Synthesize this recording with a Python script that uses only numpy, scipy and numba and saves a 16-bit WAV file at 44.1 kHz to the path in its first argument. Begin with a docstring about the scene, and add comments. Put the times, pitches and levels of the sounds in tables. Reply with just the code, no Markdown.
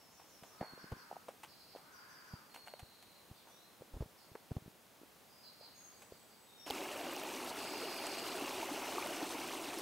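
"""A forest path: a hiker walks with a camera on a pole, then a small waterfall pours onto a rock slab close by.
Far off, songbirds (gliding, buzzing tones) and two early hoarse calls (pulsed resonances) echo in the trees.
Close to the microphone the pole knocks and thumps (damped pings); boots scuff dry leaves and snap twigs (shaped
grit and short rings), and clothes rub (fitful noise). The scene then changes all at once to the waterfall:
swarms of ringing bubbles, gulps, spray and single drops over coloured noise."""
import sys
import numpy as np
from scipy import signal
from scipy.fft import rfft, irfft
from scipy.io import wavfile
from scipy.ndimage import uniform_filter1d
from numba import njit

SR = 44100
rng = np.random.default_rng(int(sys.argv[2]) if len(sys.argv) > 2 else 0)


def dump_mix(stems):
    """Bounce the given channels to the path in sys.argv[1] as a 16-bit WAV at rate SR."""
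    frames = np.atleast_2d(stems).T  # one column per channel
    limited = np.clip(frames, -1, 1)  # hard clip at full scale
    pcm = np.round(limited * 32767).astype(np.int16)
    wavfile.write(sys.argv[1], SR, pcm)


N = 432621
TIME = np.arange(N) / SR

# Air in the canopy, all around. Each row: frequency in Hz, level in dB.
CANOPY_COLOUR = [(30, -24.5), (55, -5.5), (90, -2.5), (200, 2.5), (400, 0), (800, 0.5), (1700, -5.5),
                 (4000, -8.5), (7500, -11.5), (15500, -11.5)]
# Width of that air. Each row: frequency in Hz, side level relative to mid in dB.
CANOPY_WIDTH = [(40, -12.5), (200, -3.5), (1000, -8.5), (4000, -6), (8000, -14.5), (15000, -6)]
CANOPY_DB = -63.5
# What the trunks throw back; long waves bend round them. Each row: frequency in Hz, level in dB.
TRUNK_SCATTER = [(40, -28), (200, -0.5), (600, -2.5)]

# Hoarse calls far off. Each row: start in seconds, length in seconds, level in dB before the echo.
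FAR_CALLS = [(0.5, .68, -63), (1.78, .66, -63.5)]
# Throat resonances. Each row: frequency in Hz with the mouth wide open, level in dB.
THROAT_MODES = [(1566.5, 0.5), (1234, -6.5)]

# Pure whistles among the trees. Each row: start in seconds, number of notes, note length in seconds,
# starting pitch in Hz, held pitch in Hz, level in dB before the echo.
BIRD_WHISTLES = [(0.576, 1, 0.171, 4459, 4315, -59), (2.494, 1, 0.263, 4313, 4359, -62),
                 (3.459, 1, 0.118, 6240, 5624, -69), (3.468, 1, 0.225, 3324, 4150, -68),
                 (5.284, 1, 0.167, 4970, 4923, -66.5), (5.744, 1, 0.1556, 6642, 6502, -59.5),
                 (5.937, 3, .17, 8036, 7755, -70.5), (6.455, 1, 0.216, 3726, 3634, -63.5),
                 (6.576, 1, 0.13, 5613, 5367, -57.5)]
WHISTLE_GAP_S, WHISTLE_SETTLE = 0.05, 0.45  # rest between notes; glide time as a share of a note
# Slurs that swoop down to a held note. 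Each row: start in seconds, number of notes,
# seconds from note to note, held pitch in Hz, level in dB before the echo.
BIRD_SLURS = [(-.07, 4, .165, 5234, -66), (1.91, 3, 0.166, 4626, -64), (8.6, 5, 0.16, 5480, -61.5)]
SLUR_DROP, SLUR_FILL = 0.44, 0.852  # greatest rise above the held pitch; share of the step that sounds
# Rasping trills. Each row: start in seconds, number of notes, seconds from note to note,
# top pitch in Hz, bottom pitch in Hz, level in dB before the echo.
BIRD_RASPS = [(.775, 2, 0.187, 6058, 4095, -62), (1.475, 3, 0.1005, 5512, 3771, -61.5),
              (2.7, 7, 0.0713, 4505, 3784, -66.5), (3.34, 1, .1, 5010, 3228, -65.5),
              (4.17, 1, .1, 5620, 4047, -66), (5.425, 2, 0.174, 5220, 3787, -56.5),
              (5.907, 3, 0.19, 5130, 4204, -69), (6.963, 3, 0.081, 5460, 3358, -60),
              (7.564, 10, 0.0733, 5430, 4004, -52.5)]
RASP_S = 0.0802  # length of a rasped note
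SLUR_BUZZ, RASP_BUZZ = 1, 0.8  # share of the glide that the buzz shakes
PHRASE_EDGE_DB = -0.5  # a trill swells from about this level and fades back to it

# Boots in leaves and grit, below the microphone. Each row: start in seconds, scrape level in dB,
# decay in seconds, crackle level relative to the scrape in dB.
BOOT_SCUFFS = [(.194, -60, 0.0293, -7), (.434, -49.5, 0.0121, -9), (.609, -46, 0.045, -28.5),
               (0.919, -47, 0.0083, -13.5), (1.284, -48.5, 0.0128, -8.5), (1.432, -51.5, 0.0166, -0.5),
               (1.76, -57.5, 0.033, -8.5), (2.543, -54.5, 0.0226, 2), (2.665, -54, 0.029, -5.5),
               (2.793, -53, 0.0114, -2), (3.025, -61, 0.0092, 4), (3.468, -57.5, 0.023, -17.5),
               (4.351, -46.5, 0.0077, -26.5), (5.625, -62.5, 0.055, -15.5), (6.019, -56.5, 0.0177, -2)]
# Dull scrape of the sole. Each row: frequency in Hz, level in dB.
SCRAPE_COLOUR = [(100, -22), (400, -8.5), (800, 6), (1200, -3), (2200, -10.5), (3200, -28.5), (6000, -46),
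                 (15000, -79)]
# Bright crackle of leaves. Each row: frequency in Hz, level in dB.
LEAF_COLOUR = [(800, -14), (2700, 8), (5000, -4.5), (7000, -2), (9000, -2), (15000, -9)]
# Twigs underfoot. Each row: start in seconds, level in dB.
TWIG_SNAPS = [(1.447, -45), (2.545, -49.5), (2.561, -43), (2.674, -41), (2.681, -42.5), (2.737, -45.5)]
# Wooden rings of a broken twig. Each row: frequency in Hz, level in dB.
TWIG_RINGS = [(850, -3), (1500, -5.5), (2130, -7.5), (2850, -9)]
SNAP_S = 0.000883  # a snap peaks after this time and dies about as fast

# Clacking pole joints, close to the microphone. Each row: start in seconds, peak level in dB, ring in Hz.
JOINT_CLACKS = [(.611, -31, 704), (.628, -36, 758), (.776, -44.5, 503), (1.113, -36, 748),
                (1.127, -40, 767), (1.159, -49, 940), (1.166, -38, 740), (1.288, -37.5, 553),
                (1.75, -43.5, 683), (1.76, -43, 554), (2.738, -41, 577), (3.82, -42.5, 513),
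                (4.023, -39.5, 400), (4.353, -37, 438), (4.509, -42, 376), (5.015, -48.5, 316),
                (5.033, -46, 323), (5.61, -47.5, 596), (6.122, -41.5, 418)]
CLACK_CYCLES, CLACK_HZ = 0.743, 600  # cycles to the peak at this pitch; more for higher, in proportion
# Footfalls jolting the camera through the pole. Each row: start in seconds, peak level in dB,
# starting pitch in Hz.
FOOT_THUMPS = [(0.425, -48.5, 304), (.614, -30.5, 382), (.735, -43, 330), (.842, -41, 400),
               (.917, -42, 330), (.922, -34, 137.5), (0.934, -41, 330), (0.967, -50, 450),
               (2.337, -36, 204.6), (2.828, -43, 160), (3.312, -43.5, 176), (3.81, -47, 280),
               (3.936, -41, 65), (3.965, -39.5, 120), (4.006, -30.5, 160), (4.02, -37, 100),
               (4.059, -49.5, 220), (4.316, -50, 170.4), (4.515, -29.5, 230), (4.566, -29.5, 184),
               (4.582, -47.5, 450), (4.622, -48, 260), (4.66, -47, 200), (4.679, -43, 328),
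               (6.122, -54.5, 150), (6.703, -50, 120)]
THUMP_CYCLES, THUMP_GLIDE = 0.425, -0.311  # a dull push that hardly rings and slows as the pole springs back
# The grip creaks as it takes the load before a blow, and as it eases afterwards.
FLEX_S, CREAK_S, CREAK_DB = 0.0057, 0.0132, -14.5
SWAY_S, SWAY_DB = 0.009, -26  # the pole shudders for a moment on either side of a footfall
# Shudder of the pole. Each row: frequency in Hz, level in dB.
SHUDDER_COLOUR = [(25, -4.5), (70, 0), (250, 11.5), (500, -18.5), (1200, -50), (4000, -60)]

FALL_START_S = 6.662
# The waterfall, close by. Each row: time in seconds, pool level in dB, spray level in dB.
FALL_FLOW = [(6.7, -44, -53.5), (7.4, -45, -53.5), (8.1, -44, -51.5), (8.7, -43, -51), (9.201, -43, -50.5),
             (9.6, -45.5, -51)]
# Pool of the waterfall. Each row: frequency in Hz, level in dB.
POOL_COLOUR = [(40, -45.5), (90, -15), (200, -15), (255, -3), (385, -0.5), (480, -7.5), (580, -4),
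               (920, -5), (1300, -10), (1830, -14), (2820, -9), (3600, -23.5)]
# Spray on the slab. Each row: frequency in Hz, level in dB.
FIZZ_COLOUR = [(2600, -9), (3300, 2), (4200, 2), (5200, -0.5), (6200, -0.5), (7200, -3.5), (8400, -1),
               (9800, -7.5), (11200, -5.5), (13500, -10.5), (15500, -13)]
# The largest air pockets. Each row: start in seconds, peak level in dB, starting ring in Hz.
AIR_GULPS = [(6.701, -38, 430), (6.704, -32.5, 773), (6.914, -38.5, 2750), (7.066, -38.5, 553),
             (7.834, -36.5, 437), (8.419, -36.5, 289), (8.628, -33.5, 887), (8.714, -37.5, 303),
             (8.97, -34, 362.6), (8.98, -34, 754), (8.982, -29.5, 1093), (9.025, -33, 2275),
             (9.058, -38, 627), (9.09, -37.5, 356.3), (9.216, -37, 922), (9.226, -34, 283.6),
             (9.35, -39, 288.4), (9.772, -37, 313)]
# Cycles to the peak at this pitch; smaller pockets ring for more cycles, by this power.
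GULP_CYCLES, GULP_HZ, GULP_LAW = 1.32, 400, 0.19
GULP_GLIDE = 0.0309  # a pocket rings higher as it nears the surface
# The loudest drops that smack on the rock. Each row: start in seconds, level in dB, ring in Hz.
ROCK_DROPS = [(6.702, -33.5, 4500), (6.708, -30.5, 3200), (7.135, -37, 14000), (7.165, -37, 5800),
              (7.235, -36, 14000), (7.339, -39, 6200), (7.447, -38.5, 11000), (8.068, -31, 7880),
              (8.398, -40, 11060), (9.072, -35.5, 10500)]
STRAY_DROP_DB, STRAY_GULP_DB = -64.5, -61.5

TOP_HZ = 15700  # upper limit of the camera


def undb(db):
    """Decibels to gain."""
    return 10 ** (np.asarray(db) / 20)


def unit(x):
    """Scale to rms 1."""
    return x / np.sqrt(np.mean(x ** 2))


def colour(x, points):
    """Filter by a spectrum of (Hz, dB) points."""
    hz, db = np.transpose(points)
    f = np.maximum(np.fft.rfftfreq(x.shape[-1], 1 / SR), 1)
    gain = undb(np.interp(np.log(f), np.log(hz), db))
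    return irfft(rfft(x) * gain, x.shape[-1])


def noise(points):
    """Coloured noise of rms 1."""
    return unit(colour(rng.standard_normal(N), points))


def walk(rate):
    """Random levels, one every 1 / rate s, slewed from each to the next; spread near 1."""
    hold = int(SR / rate)
    steps = np.repeat(rng.standard_normal(N // hold + 1), hold)
    return 1.2 * uniform_filter1d(steps, hold)[:N]


def add(out, s, x):
    """Mix x into out from time s on, cropped at both ends."""
    i = int(s * SR)
    x, i = x[max(-i, 0):max(N - i, 0)], max(i, 0)
    out[i:i + len(x)] += x


def ping(hz, cycles, glide=0):
    """A damped resonance that swells for some cycles and dies as its pitch glides; returns tone, envelope."""
    age = np.arange(int(10 * cycles / hz * SR)) * hz / SR / cycles
    envelope = age * np.exp(1 - age)
    turns = age * cycles * (1 + age) ** glide
    return envelope * np.sin(2 * np.pi * turns), envelope


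@njit
def ring(start, hz, cycles, size, glide):
    """Resonances that each ring down by 52 dB over their cycles while the pitch climbs by the share glide."""
    out = np.zeros(N)
    for k in range(len(start)):
        life = cycles[k] * SR / hz[k]
        turn = 2 * np.pi * hz[k] / SR
        z = size[k] + 0j
        p = np.exp(1j * turn - 6 / life)
        bend = np.exp(1j * turn * glide / life)
        for i in range(start[k], min(start[k] + int(life), N)):
            z *= p
            p *= bend
            out[i] += z.imag
    return out


def grit(per_s, spread_db, points):
    """Many tiny slips and snaps of uneven size, coloured; rms 1."""
    clicks = (rng.random(N) < per_s / SR) * np.sign(rng.standard_normal(N))
    size = undb(spread_db * np.clip(rng.standard_normal(N), -2, 2))
    return unit(colour(clicks * size, points))


def forest():
    """A wide, quiet wash of air in the canopy: coloured noise with opposite sides left and right."""
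    mid, side = noise(CANOPY_COLOUR), colour(noise(CANOPY_COLOUR), CANOPY_WIDTH)
    return undb(CANOPY_DB + 0.326 * walk(3.19)) * (mid + side * np.array([[1], [-1]]))


def trees(x, t60, direct_db):
    """Trunks and leaves scatter a sound into a decaying noise tail that differs left and right."""
    t = TIME[:SR]
    decay = undb(-60 * t / t60) + 1.35 * np.exp(-t / 0.016)  # long echo and early scatter
    tail = rng.standard_normal((2, SR)) * decay
    tail /= np.sqrt(np.sum(tail ** 2, axis=1, keepdims=True))
    return undb(direct_db) * x + signal.fftconvolve(x[None], tail, axes=1)[:, :N]


def caller(pitch_hz=250, rough=0.0862, arch=0.38, closed=0.639):
    """A far, hoarse call: uneven pulses ring the throat, whose resonances rise as the mouth opens."""
    effort, loudness = np.zeros(N), np.zeros(N)
    for s, length, db in FAR_CALLS:
        swell = np.abs(np.sin(np.linspace(0, np.pi, int(length * SR))))
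        add(effort, s, np.sqrt(swell))
        add(loudness, s, undb(db) * swell ** 0.344)
    turns = np.cumsum(pitch_hz * (1 + arch * effort + rough * walk(500))) / SR
    pulses = np.flatnonzero(np.diff(np.floor(turns)))
    mouth = closed + (1 - closed) * effort[pulses]
    mouth *= 1 + 0.0395 * rng.standard_normal(N)[:len(pulses)]
    each = np.ones(len(pulses))
    voice = sum(ring(pulses, hz * mouth, 22.3 * each, undb(db) * each, 0.) for hz, db in THROAT_MODES)
    return loudness * unit(colour(voice, [(400, -30), (900, -2.5), (1850, 0.5), (2500, 1.5)]))


def note(length, from_hz, to_hz, settle_s, buzz, waver, buzz_hz=70):
    """One bird note: it glides toward its last pitch; buzz (0-1) shakes it across the rest of its glide."""
    t = TIME[:int(length * SR)]
    chance = waver[rng.integers(N - SR):][:len(t)]
    warble = np.sin(np.pi * (rng.random() + np.cumsum(buzz_hz * (1 + 0.401 * chance)) / SR)) ** 2
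    reach = np.exp(-(t / settle_s) ** 2) * (1 - buzz * warble)
    hz = (to_hz + (from_hz - to_hz) * reach) * (1 + 0.00892 * chance)
    swell = np.abs(np.sin(np.pi * t / length)) ** 0.37
    return swell * np.sin(2 * np.pi * np.cumsum(hz) / SR)


def songbirds():
    """Rows of like notes from gliding tones: pure whistles, buzzed swooping slurs and rasping, falling trills."""
    out, waver = np.zeros(N), walk(250)
    for s, notes, length, start_hz, hz, db in BIRD_WHISTLES:
        for k in range(notes):
            tone = note(length, start_hz, hz, WHISTLE_SETTLE * length, buzz=0, waver=waver)
            add(out, s + k * (length + WHISTLE_GAP_S), undb(db) * tone)
    for s, notes, step, hz, db in BIRD_SLURS:
        for k in range(notes):
            tone = note(SLUR_FILL * step, hz * (1 + SLUR_DROP), hz, 0.068, SLUR_BUZZ, waver)
            add(out, s + k * step, undb(db) * tone)
    for s, notes, step, top_hz, bottom_hz, db in BIRD_RASPS:
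        for k in range(notes):
            edge = 1 - np.sin(np.pi * (k + 0.5) / notes)
            tone = note(RASP_S, top_hz, bottom_hz, 0.078, RASP_BUZZ, waver)
            add(out, s + k * step, undb(db + PHRASE_EDGE_DB * edge) * tone)
    return out


def clothes(rustle_db=-76):
    """Clothes and straps rub in small, uneven fits of noise for as long as the hiker walks."""
    fits = unit(undb(2.87 * np.minimum(walk(22), 2) + 4.7 * walk(150)))
    cloth = noise([(50, -20.5), (180, -2.5), (450, 2.5), (1000, -2), (2500, -23.0), (12000, -22.5)])
    return undb(rustle_db) * fits * cloth * (TIME < FALL_START_S)


def boots():
    """A sole grinds into the litter: a dull scrape and a grainy crackle of leaves."""
    scrape, crackle, t = np.zeros(N), np.zeros(N), TIME[:SR // 4]
    for s, db, decay, crackle_db in BOOT_SCUFFS:
        press = (1 - np.exp(-t / 0.000346)) * np.exp(-t / decay)
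        add(scrape, s, undb(db) * press)
        add(crackle, s, undb(db + crackle_db) * press)
    ground = scrape * grit(per_s=800, spread_db=2, points=SCRAPE_COLOUR)
    return ground + crackle * grit(per_s=1900, spread_db=3, points=LEAF_COLOUR)


def twigs():
    """Dry twigs break under the sole: a crack and a very short wooden ring."""
    out = np.zeros(N)
    for s, db in TWIG_SNAPS:
        for hz, mode_db in TWIG_RINGS:
            tone, envelope = ping(hz, SNAP_S * hz)
            crack = 0.15 * envelope * rng.standard_normal(len(tone))
            add(out, s, undb(db + mode_db) * (tone + crack))
    return out


def pole():
    """Joints clack, footfalls thump and set the pole shuddering; the grip rasps with each blow and creaks."""
    joints, thumps, grip, sway = np.zeros((4, N))
    t = TIME[:SR] - 0.5  # time around a blow
    for s, db, hz in JOINT_CLACKS:
        tone, envelope = ping(hz, CLACK_CYCLES * hz / CLACK_HZ)
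        add(joints, s, undb(db) * tone)
        add(grip, s, undb(db) * envelope)
    for s, db, hz in FOOT_THUMPS:
        tone, envelope = ping(hz, THUMP_CYCLES, THUMP_GLIDE)
        add(thumps, s, undb(db) * tone)
        add(grip, s, undb(db - 1.5) * envelope)
        add(sway, s + t[0], undb(db + SWAY_DB) * np.exp(-np.abs(t) / SWAY_S))
    creak = np.exp(-np.maximum(t / CREAK_S, -t / FLEX_S))
    for s, db, _ in JOINT_CLACKS + FOOT_THUMPS:
        add(grip, s + t[0], undb(db + CREAK_DB) * creak)
    rasp_colour = [(30, -29), (150, 5), (400, 5.5), (1000, -4.0), (2000, -22), (5000, -23.5), (15000, -44)]
    rasp = grit(per_s=1600, spread_db=1.5, points=rasp_colour)
    joints = colour(joints + undb(-14.5) * grip * rasp, [(30, -30), (110, -10), (260, 0)])
    return thumps + joints + sway * noise(SHUDDER_COLOUR) * undb(4.9 * walk(120))


def bubbles(per_s, low_hz, high_hz, cycles, spread_db, glide):
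    """A swarm of bubbles: small ones are many, a few of any size are loud; even power per Hz."""
    when, pitch, damping, luck = rng.random((int(per_s * N / SR), 4)).T
    hz = (np.sqrt(low_hz) + pitch * (np.sqrt(high_hz) - np.sqrt(low_hz))) ** 2
    size = hz ** (3 / 4) * undb(-spread_db * np.log(luck + 0.0178))
    return ring((when * N).astype(np.int64), hz, cycles * (0.5 + damping), size, glide)


def waterfall():
    """The jet drives air into the pool, spray fizzes on the slab; a rush of small splashes lies under both."""
    s, flow_db, spray_db = np.transpose(FALL_FLOW)
    swarm = bubbles(per_s=1100, low_hz=165.0, high_hz=3670, cycles=29.27, spread_db=2.0, glide=0.1716)
    pool = unit(unit(colour(swarm, POOL_COLOUR)) + undb(-3.5) * noise(POOL_COLOUR))
    pool *= undb(np.interp(TIME, s, flow_db) - 0.2932 + 0.092 * walk(8.6))
    swarm = bubbles(per_s=4000, low_hz=2659, high_hz=16160, cycles=27.8, spread_db=4.0, glide=0.144)
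    spray = unit(unit(colour(swarm, FIZZ_COLOUR)) + undb(-1.0) * noise(FIZZ_COLOUR))
    spray *= undb(np.interp(TIME, s, spray_db) + 1.34 * walk(45))
    out = pool + spray
    stray_gulps = bubbles(per_s=14.5, low_hz=255, high_hz=993, cycles=26.6, spread_db=3.5, glide=0.068)
    out += undb(STRAY_GULP_DB) * unit(colour(stray_gulps, POOL_COLOUR))
    stray_drops = bubbles(per_s=25, low_hz=2200, high_hz=13970, cycles=6.7, spread_db=2, glide=0.05)
    out += undb(STRAY_DROP_DB) * unit(stray_drops)
    for s, db, hz in AIR_GULPS:
        tone, _ = ping(hz, GULP_CYCLES * (hz / GULP_HZ) ** GULP_LAW, GULP_GLIDE)
        add(out, s, undb(db) * tone)
    for s, db, hz in ROCK_DROPS:
        tone, envelope = ping(hz, cycles=1.19)
        smack = 0.5 * envelope * rng.standard_normal(len(tone))
        add(out, s, undb(db) * (1.36 * tone + smack))
    onset = np.clip((TIME - FALL_START_S) / 0.0015, 0, 1)
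    return out * onset * undb(np.interp(TIME, [6.69, 6.705], [-3.5, 0]))  # slightly softer at first


def scene():
    """Near sounds sit in the middle; the birds are spread among the trees."""
    steps = pole() + boots() + twigs() + clothes()
    echo = trees(colour(steps, TRUNK_SCATTER), t60=0.33, direct_db=3.0)
    near = steps + undb(-29.0) * echo + waterfall()
    far = trees(songbirds() + caller(), t60=0.985, direct_db=-9.5)
    return near + undb(2.5) * far + forest()


def record(dry):
    """The camera cuts the top with a steep low-pass."""
    return signal.sosfilt(signal.ellip(10, 0.2, 70, TOP_HZ, fs=SR, output="sos"), dry)


dry = scene()
out = record(dry)
dump_mix(out)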